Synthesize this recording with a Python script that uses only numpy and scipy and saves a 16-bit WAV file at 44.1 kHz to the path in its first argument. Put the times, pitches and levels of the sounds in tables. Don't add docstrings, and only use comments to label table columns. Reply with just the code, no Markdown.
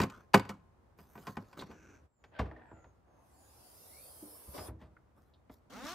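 import sys
import numpy as np
from scipy import signal
from scipy.fft import rfft, irfft
from scipy.io import wavfile

SR = 44100
rng = np.random.default_rng(int(sys.argv[2]) if len(sys.argv) > 2 else 0)


def materialize(psi):
    bounded = np.clip(np.atleast_2d(psi).T, -1, 1)
    quanta = np.round(bounded * 32767).astype(np.int16)
    wavfile.write(sys.argv[1], SR, quanta)


N = 261954
TIME, FREQ = np.arange(N) / SR, np.fft.rfftfreq(N, 1 / SR)
BASS_EDGE_HZ, TREBLE_EDGE_HZ, FIZZ_EDGE_HZ = 300, 2500, 8400


def table():
    # (time [s], thump [dB], knock [dB], click [dB], ring time [factor])
    table_hits = [(.001, -30.5, -32, -42, 0.72), (.015, -49, -39, -40, 1), (.034, -37, -38, -45, 0.76),
                  (.099, -69, -56.5, -58, 0.57), (.335, -61, -47, -44, 0.86),
                  (.3402, -50, -22.5, -39, 0.68), (.3425, -23, -18, -28, 0.83),
                  (.373, -44, -42, -49.5, 0.99), (.396, -44, -41.5, -48.5, 0.46),
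                  (.451, -57, -55, -64, 0.75), (.491, -44.5, -46.5, -50, 1.03),
                  (.986, -63, -61.5, -71.5, 1.27), (1.153, -56.5, -54, -82, 1.2),
                  (1.176, -56, -56, -70, 1.1), (1.269, -58, -49, -54.5, 0.69),
                  (1.276, -46.5, -51.5, -58.5, 1.0), (1.369, -43, -44, -59.5, 0.78),
                  (1.529, -68, -60, -67.5, 0.83), (1.621, -51.5, -47.5, -72, 0.8),
                  (1.712, -64, -58.5, -67.5, 1.05)]
    # (frequency [Hz], relative level [dB], t60 at ring factor 1 [s])
    table_modes = [(104, -11, 0.31), (162.3, -1, .1), (201.4, -1, 0.15), (264, -12, .2), (402.6, -3, 0.11),
                   (440, -1, 0.064), (523, -6, 0.13), (700, -3.5, .1), (878, 0.5, 0.075), (985, 2.5, .05),
                   (1027, 1.5, 0.09), (1054, -29, 1), (1188.3, -3, .08), (1508, -1, 0.088),
                   (1896, -4.5, 0.05), (2240, -10, .07), (2440, -3, 0.031), (2935, -16.5, .1),
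                   (4725, -12, .05)]
    # (frequency [Hz], relative density [dB per Hz])
    table_colour = [(40, -24.5), (170, -2.5), (320, -12), (620, -11), (950, 0), (1600, -10.5),
                    (2500, -11.5), (4800, -14.5), (7000, -19.5), (16000, -30.5)]
    # (frequency [Hz], t60 at ring factor 1 [s])
    table_t60 = [(100, 0.28), (400, 0.23), (1200, 0.11), (4000, 0.049), (14000, 0.088)]
    x = blows(table_hits, table_modes, table_colour, table_t60,
              dense_db=-4.0, build_cycles=0.69, scatter_db=2.5, soft_s=0.00053)
    echoes = surroundings(split(x, hz=1000)[1])
    return wide(x, side_db=-14.5, above_hz=600) + amp(-22.0) * echoes


def tailgate():
    # (time [s], thump [dB], knock [dB], click [dB], ring time [factor])
    van_hits = [(2.239, -67, -64, -62, 0.56), (2.389, -39, -46, -50.5, 0.6),
                (2.393, -36.5, -36, -44.5, 0.47), (2.41, -46, -48.5, -55, 0.82),
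                (2.456, -51.5, -63, -64, 1.1), (2.513, -57, -53, -68.5, 0.54),
                (2.563, -78.5, -59.5, -64.5, 1.14), (2.713, -55.5, -56, -92, 0.71),
                (2.842, -62, -62, -73.5, 0.74), (4.578, -50, -49, -55.5, 1.22),
                (4.682, -45, -53.5, -68, 0.87), (4.812, -55.5, -64.5, -71.5, 1.48),
                (5.496, -63, -59.5, -71, 0.45)]
    # (frequency [Hz], relative level [dB], t60 at ring factor 1 [s])
    van_modes = [(65.3, 8, 0.38), (92.4, 5.5, 0.39), (264.7, -10.5, 0.48), (321.4, -4, 0.29),
                 (426, -6.5, 0.11), (620, 2, 0.28), (973, -4, 0.099), (1813, -1.5, 0.029)]
    # (frequency [Hz], relative density [dB per Hz])
    van_colour = [(35, 2), (90, 17), (300, 4.5), (800, 10), (1500, -0.5), (2800, -21), (3500, -23),
                  (5500, -35), (7000, -43), (15000, -56)]
    # (frequency [Hz], t60 at ring factor 1 [s])
    van_t60 = [(100, 0.28), (400, 0.31), (1200, 0.14), (4000, 0.11), (14000, 0.2)]
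    x = blows(van_hits, van_modes, van_colour, van_t60,
              dense_db=0.5, build_cycles=0.58, scatter_db=13.5, soft_s=0.00071)
    x = x + taps()
    return ports(x) + amp(-16.5) * surroundings(split(x, hz=206)[1])


def blows(rows, modes, colour, t60, dense_db, build_cycles, scatter_db, soft_s):
    t, out = np.arange(3 * 2 ** 13) / SR, np.zeros(N)
    hz, db, life = np.transpose(modes)[:, :, None]
    f = np.fft.rfftfreq(len(t), 1 / SR)
    centres = np.geomspace(50, 16000, 12)[:, None]
    overlaps = [np.interp(np.log(f + 1), np.log(centres[:, 0]), k) for k in np.eye(len(centres))]
    bands = np.array(overlaps) * amp(read(colour, f))
    spans_s = ((.003, .033), (0, .02), (0, .012))
    windows = [slice(round(a * SR), round(b * SR)) for a, b in spans_s]
    for s, *levels_db, ring in rows:
        place = rng.uniform(-1, 1, hz.shape)
        mode_db = db + scatter_db * place - 60 * t / (life * ring)
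        swing = np.sin(2 * np.pi * hz * t) * amp(mode_db)
        tones = (swing * (1 - np.exp(-t * hz / build_cycles))).sum(0)
        cloud = shaped(rng.standard_normal(len(t)), bands)
        cloud = cloud * amp(-60 * t / (read(t60, centres) * ring))
        cloud = (cloud * (1 - np.exp(-t * centres / build_cycles))).sum(0)
        press = 1 - np.exp(-t / (soft_s * ring ** 4))
        body = press * (evened(tones) + amp(dense_db) * evened(cloud))
        bass, rest = split(body, BASS_EDGE_HZ)
        for part, level_db, window in zip([bass, *split(rest, TREBLE_EDGE_HZ)], levels_db, windows):
            add(out, s, amp(level_db) * part / part[window].std())
    return out


def taps():
    # (time [s], resonance [Hz], level [dB], t60 [s])
    contacts = [(1.275, 1060, -35.5, 0.073), (1.371, 823, -38.5, 0.064), (1.593, 3740, -42, 0.09),
                (4.223, 299.3, -43.5, 0.2), (4.47, 64.8, -42.5, 0.24), (4.703, 93.3, -44, 0.3),
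                (4.967, 1446, -52, 0.04), (5.337, 3674, -62, 0.083), (5.498, 263.5, -44, 0.078),
                (5.859, 1172, -44, 0.47)]
    t, out = np.arange(2 ** 13) / SR, np.zeros(N)
    f = np.fft.rfftfreq(len(t), 1 / SR)
    for s, hz, db, t60 in contacts:
        fade = amp(-60 * t / t60) * (1 - np.exp(-t * hz))
        peak = (2 * f * hz / (f ** 2 + hz ** 2)) ** (2 + hz / 150)
        scuff = evened(shaped(rng.standard_normal(len(t)), peak))
        tone = np.sin(2 * np.pi * hz * t) / (1 + (hz / 2000) ** 2)
        add(out, s, amp(db) * fade * (tone + .5 * scuff))
    return out


def rustle():
    # (start [s], length [s], body [dB], hiss [dB], fizz [dB])
    strokes = [(0, 0.02, -27.5, -53, -66), (0.109, 0.11, -60.5, -78.5, -82),
               (0.468, 0.084, -56.5, -79, -85), (0.98, 0.22, -67.5, -82, -72), (1.198, 0.15, -59, -71, -72),
               (1.395, 0.2, -62, -80, -82), (1.579, 0.04, -49, -59.5, -67.5), (1.668, 0.085, -61, -84, -98),
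               (4.799, 0.037, -59, -81.5, -85.5), (5.16, 0.13, -72, -91, -85),
               (5.51, 0.033, -68, -76.5, -73)]
    # (frequency [Hz], relative density [dB per Hz])
    rustle_colour = [(100, -4.5), (260, 0), (700, -7.5), (1400, -10), (2300, -21.5), (4000, -17.5),
                     (6000, -17), (8500, -22.5), (13000, -17), (15500, -22.5)]
    attack_s, release_s = 0.025, 0.028
    body, treble = friction(rustle_colour, per_s=1200, spread_db=2.0, smooth=0.42)
    hiss, fizz = map(evened, split(treble, FIZZ_EDGE_HZ))
    rub = 0
    for s, length, body_db, hiss_db, fizz_db in strokes:
        cloth = amp(body_db) * body + amp(hiss_db) * hiss + amp(fizz_db) * fizz
        rub = rub + envelope(s - attack_s / 2, length, attack_s, release_s) * cloth
    uneven = patchy(rub, depth_db=4, width_hz=150, life_s=0.018)
    return uneven * amp(2 * wander(hz=49.95))


def whirr():
    # (frequency [Hz], relative density [dB per Hz])
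    whirr_colour = [(100, 0), (300, 8.5), (800, -10.5), (1250, -9), (1520, 2.5), (1850, -12.5),
                    (2600, -10.5), (3200, -24.5), (5200, -25), (5850, -9), (6800, -16.5), (9000, -33)]
    start_s, length_s, level_db = 1.65, 0.325, -62.5
    low, high = friction(whirr_colour, per_s=750, spread_db=0.0, smooth=0.41)
    level = envelope(start_s, length_s, attack_s=0.087, release_s=0.022) * amp(level_db)
    return level * (low + amp(-11.0) * high)


def latch_motor():
    # (frequency [Hz], relative density [dB per Hz])
    latch_colour = [(100, 1.5), (700, 4), (1150, -5), (1750, -2.5), (2400, -13), (3100, -15.5), (4700, -27),
                    (7000, -50)]
    start_s, catch_release_s, load_s, stop_s = 2.315, 2.37, 2.715, 2.837
    free_hz, loaded_hz, sag_s = 1720, 1364, 0.0292
    free_db, extra_strain_db, strain_s, extra_load_db = -61, 8, 0.032, -6
    whine_db, rasp_db = -3, -14
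    load = .5 + .5 * np.tanh((TIME - load_s) / sag_s)
    strain = np.exp(-((TIME - catch_release_s) / strain_s) ** 2)
    hz = free_hz + (loaded_hz - free_hz) * (load + .5 * strain)
    turns = np.cumsum(hz * (1 + 0.012 * wander(hz=119.3))) / SR
    whine = amp(whine_db) * (load + strain) * np.sin(2 * np.pi * turns)
    gears, rasp = friction(latch_colour, per_s=300, spread_db=3, smooth=1.1)
    gears = evened(gears + .5 * echo(gears, hz / 2))
    gears = patchy(gears, depth_db=3.5, width_hz=29, life_s=0.03)
    rasp = amp(rasp_db) * (.3 + strain) * rasp
    running = envelope(start_s, stop_s - start_s, attack_s=0.0093, release_s=0.041)
    level = amp(free_db + extra_strain_db * strain + extra_load_db * load)
    return running * level * (gears + whine + rasp)


def struts():
    # (frequency [Hz], relative density [dB per Hz])
    strut_colour = [(100, -14), (300, 3.5), (750, 3), (1200, -3.5), (1800, -13), (2800, -16.5), (5100, -8),
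                    (6300, -14), (8000, -14), (9600, -6), (11000, -6), (15500, -11.5)]
    # (full level [dB], rise time [s], extra level in the damper [dB])
    gas_bands = [(-65.5, 0.046, 13.5), (-68, 0.62, 9.5), (-56, 1, 1)]
    lift_start_s, damper_s, lift_stop_s = 3.03, 4.53, 4.68
    shut_hz, open_hz = 900, 539.6
    rush_growth_db = 7.5
    lift_s = lift_stop_s - lift_start_s
    travel = .5 - .5 * np.cos(np.pi * np.clip((TIME - lift_start_s) / lift_s, 0, 1))
    hollow_hz = shut_hz + (open_hz - shut_hz) * travel
    rush, treble = split(diffuse(strut_colour), TREBLE_EDGE_HZ)
    rush = patchy(rush, depth_db=3, width_hz=22, life_s=0.029)
    treble = patchy(treble, depth_db=4.5, width_hz=34, life_s=0.03)
    hiss, fizz = split(treble, FIZZ_EDGE_HZ)
    rush = evened(rush + 0.24 * echo(rush, hollow_hz)) * amp(rush_growth_db * (travel - .5))
    fizz = evened(fizz) * amp([[-1], [1]])
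    damper = envelope(damper_s, 0.042, attack_s=0.017, release_s=0.2)
    gas = 0
    for band, (db, rise_s, damper_db) in zip([rush, evened(hiss), fizz], gas_bands):
        flow = envelope(lift_start_s, lift_s, rise_s, release_s=0.024) ** 2
        gas = gas + band * amp(db + damper_db * damper) * flow
    return gas


def strut_whistles():
    # (start [s], length [s], first pitch [Hz], level [dB])
    whistles = [(3.68, .2, 4750, -73.5), (3.858, 0.22, 1855, -70), (3.933, 0.27, 4250, -71.5),
                (4.258, .16, 4950, -71)]
    rise_hz_per_s, blur = 3500, 0.053
    out = np.zeros(N)
    for s, length, first_hz, db in whistles:
        t = np.arange(round(length * SR)) / SR
        turn = 2 * np.pi * np.cumsum(first_hz + rise_hz_per_s * t) / SR
        a, b = (wander(blur * first_hz)[:len(t)] for _ in range(2))
        airy = evened(a * np.cos(turn) + b * np.sin(turn))
        add(out, s, amp(db) * np.sin(np.pi * t / length) * airy)
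    return ports(out)


def drawer():
    # (frequency [Hz], relative density [dB per Hz])
    drawer_colour = [(60, -7.5), (245, 11), (370, -4), (490, 6), (1400, 1), (2500, -13), (4100, -13),
                     (6000, -15.5), (8000, -21.5), (15500, -28)]
    # (time [s], bass [dB], middle [dB], treble [dB])
    drawer_levels = [(5.7, -64.5, -63, -62.5), (5.74, -52.5, -55, -59), (5.815, -60, -53, -58),
                     (5.84, -44, -51.5, -54.5), (5.875, -59, -54, -49.5), (5.94, -56, -55, -50.5)]
    start_s, start_hz, rise_hz_per_s = 5.698, 137.3, 990
    buzz_db = 6.5
    hz = start_hz + rise_hz_per_s * np.maximum(TIME - start_s, 0)
    speed = hz / hz[-1]
    s, *levels_db = np.transpose(drawer_levels)
    bass_gain, mid_gain, treble_gain = (amp(np.interp(TIME, s, db)) for db in levels_db)
    low, hiss = friction(drawer_colour, per_s=8300, spread_db=9.5, smooth=1.0)
    bass, rumble = map(evened, split(low + 0.67 * echo(low, hz), BASS_EDGE_HZ))
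    hiss = patchy(hiss + .5 * echo(hiss, hz), depth_db=2.0, width_hz=99, life_s=0.02)
    hiss = evened(hiss) * amp([[1], [-1]])
    turns = np.cumsum(hz * (1 + 0.006 * wander(hz=120))) / SR
    orders = np.arange(1, 15)[:, None]
    weights = np.array([amp(read(drawer_colour, k * hz) + 2.8 * wander(hz=40)) for k in orders])
    harmonics = np.sin(2 * np.pi * (orders * turns + rng.random(orders.shape)))
    buzz = evened((weights * harmonics).sum(0) / np.linalg.norm(weights, axis=0))
    middle = rumble * (1 - .5 * speed) + amp(buzz_db) * speed * buzz
    rolling = bass_gain * bass + mid_gain * middle + treble_gain * hiss
    return np.clip((TIME - start_s) / 0.0022, 0, 1) * rolling


def bird():
    # (start [s], length [s], first pitch [Hz], last pitch [Hz], direct level [dB])
    calls = [(2.04, 0.29, 8200, 6605, -89), (2.62, 0.29, 8300, 6580, -81.5), (3.02, 0.34, 6520, 6350, -88),
             (3.26, 0.27, 8320, 6650, -77)]
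    song = np.zeros(N)
    for s, length, first_hz, last_hz, db in calls:
        u = np.linspace(0, 1, round(length * SR))
        waver_hz = 110 * wander(hz=148.8)[:len(u)]
        hz = last_hz + (first_hz - last_hz) * (1 - u) ** 2 + waver_hz
        swell = np.sin(np.pi * u ** 1.25)
        add(song, s, amp(db) * swell * np.sin(2 * np.pi * np.cumsum(hz) / SR))
    return song + amp(4.0) * surroundings(song)


def air():
    # (frequency [Hz], relative density [dB per Hz])
    air_colour = [(20, -27), (70, 4.5), (150, -7), (500, -13), (1000, -15.5), (3200, -36.5), (7500, -41.5),
                  (15000, -48)]
    before_db, after_db = -65, -67
    dip_start_s, dip_length_s, dip_db = 2.06, 0.12, -9
    dip = envelope(dip_start_s, dip_length_s, attack_s=0.026, release_s=0.038)
    level_db = np.where(TIME < dip_start_s, before_db, after_db) + dip_db * dip
    return evened(diffuse(air_colour)) * amp(level_db + 0.71 * wander(hz=9.8))


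def surroundings(x, build_s=0.0077):
    # (frequency [Hz], t60 [s])
    tail_t60 = [(80, 0.64), (500, 0.55), (2000, 0.32), (3200, 0.36), (6000, 0.27), (14000, 0.19)]
    hz, t, z = signal.stft(rng.standard_normal((2, SR)), SR, nperseg=256)
    decay = amp(-60 * t / read(tail_t60, hz)[:, None])
    build = 1 - np.exp(-t / build_s)
    tail = signal.istft(z * decay * build, SR, nperseg=256)[1]
    tail = tail + 0.24 * tail[::-1]
    return signal.fftconvolve(x[None], tail / np.linalg.norm(tail[0]), axes=1)[:, :N]


def friction(colour, per_s, spread_db, smooth):
    struck = rng.random(N) < per_s / SR
    sizes = amp(spread_db * np.minimum(rng.exponential(1, N), 4))
    slips = struck * rng.choice([-1, 1], N) * sizes
    near = evened(ports(shaped(slips, amp(read(colour, FREQ)))))
    rub = near + smooth * evened(diffuse(colour))
    return [evened(part) for part in split(rub, TREBLE_EDGE_HZ)]


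def patchy(x, depth_db, width_hz, life_s):
    hz, t, z = signal.stft(x, SR, nperseg=1024)
    field = rng.standard_normal(z.shape[1:])
    for axis, reach in enumerate([width_hz / hz[1], life_s / t[1]]):
        bell = signal.windows.gaussian(61, max(reach, .3))
        field = signal.fftconvolve(field, np.expand_dims(bell, 1 - axis), "same")
    gain = evened(amp(depth_db * evened(field)))
    return signal.istft(z * gain, SR, nperseg=1024)[1][:, :N]


def echo(x, spacing_hz):
    return np.array([np.interp(TIME - 1 / spacing_hz, TIME, side) for side in x])


def ports(x):
    # (frequency [Hz], lead of the left channel [radians])
    port_phase = [(90, 0), (550, -.45), (1100, .4), (1500, -.45), (3100, .6), (7000, -.3), (8700, -1.1),
                  (9900, -3.1), (11100, -5.2), (12400, -6.2), (14500, -6.6), (15800, -8.4)]
    return shaped(x, np.exp(.5j * read(port_phase, FREQ) * np.array([[1], [-1]])))


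def wide(x, side_db, above_hz):
    paths = rng.standard_normal(300)
    side = signal.oaconvolve(split(x, above_hz)[1], paths / np.linalg.norm(paths))[:N]
    return ports(x) + amp(side_db) * np.array([side, -side])


def diffuse(colour):
    # (frequency [Hz], likeness [0 to 1])
    likeness = [(60, 1), (250, 0.39), (1500, 0.11), (8000, 0.067)]
    a, b = rng.standard_normal((2, N))
    same = np.clip(read(likeness, FREQ), -1, 1)
    other = shaped(a, same) + shaped(b, np.sqrt(1 - same ** 2))
    return shaped(np.array([a, other]), amp(read(colour, FREQ)))


def wander(hz):
    return evened(shaped(rng.standard_normal(N), np.exp(-(FREQ / hz) ** 2)))


def envelope(start, length, attack_s, release_s):
    attack = np.clip((TIME - start) / attack_s, 0, 1)
    return attack * np.exp(-np.maximum(TIME - start - length, 0) / release_s)


def amp(db):
    return 10 ** (np.asarray(db) / 20)


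def evened(x):
    return x / np.sqrt(np.mean(x ** 2) + 1e-30)


def read(points, hz):
    f, value = np.transpose(points)
    return np.interp(np.log(hz + 1), np.log(f + 1), value)


def add(mix, s, sound):
    part = mix[..., max(round(s * SR), 0):][..., :sound.shape[-1]]
    part += sound[..., :part.shape[-1]]


def shaped(x, gain):
    return irfft(rfft(x) * gain, x.shape[-1])


def split(x, hz):
    filters = [signal.butter(N=4, Wn=hz, btype=kind, fs=SR, output="sos") for kind in ("low", "high")]
    return [signal.sosfilt(sos, x) for sos in filters]


def scene():
    blows_and_rubs = table() + tailgate() + rustle()
    machinery = whirr() + latch_motor() + struts() + strut_whistles() + drawer()
    return blows_and_rubs + machinery + bird() + air()


def record(dry):
    cut = split(dry, hz=37)[1]
    limit = signal.firwin(511, 15700, window=("kaiser", 9), fs=SR)
    return signal.oaconvolve(cut, limit[None], "same")


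dry = scene()
out = record(dry)
materialize(out)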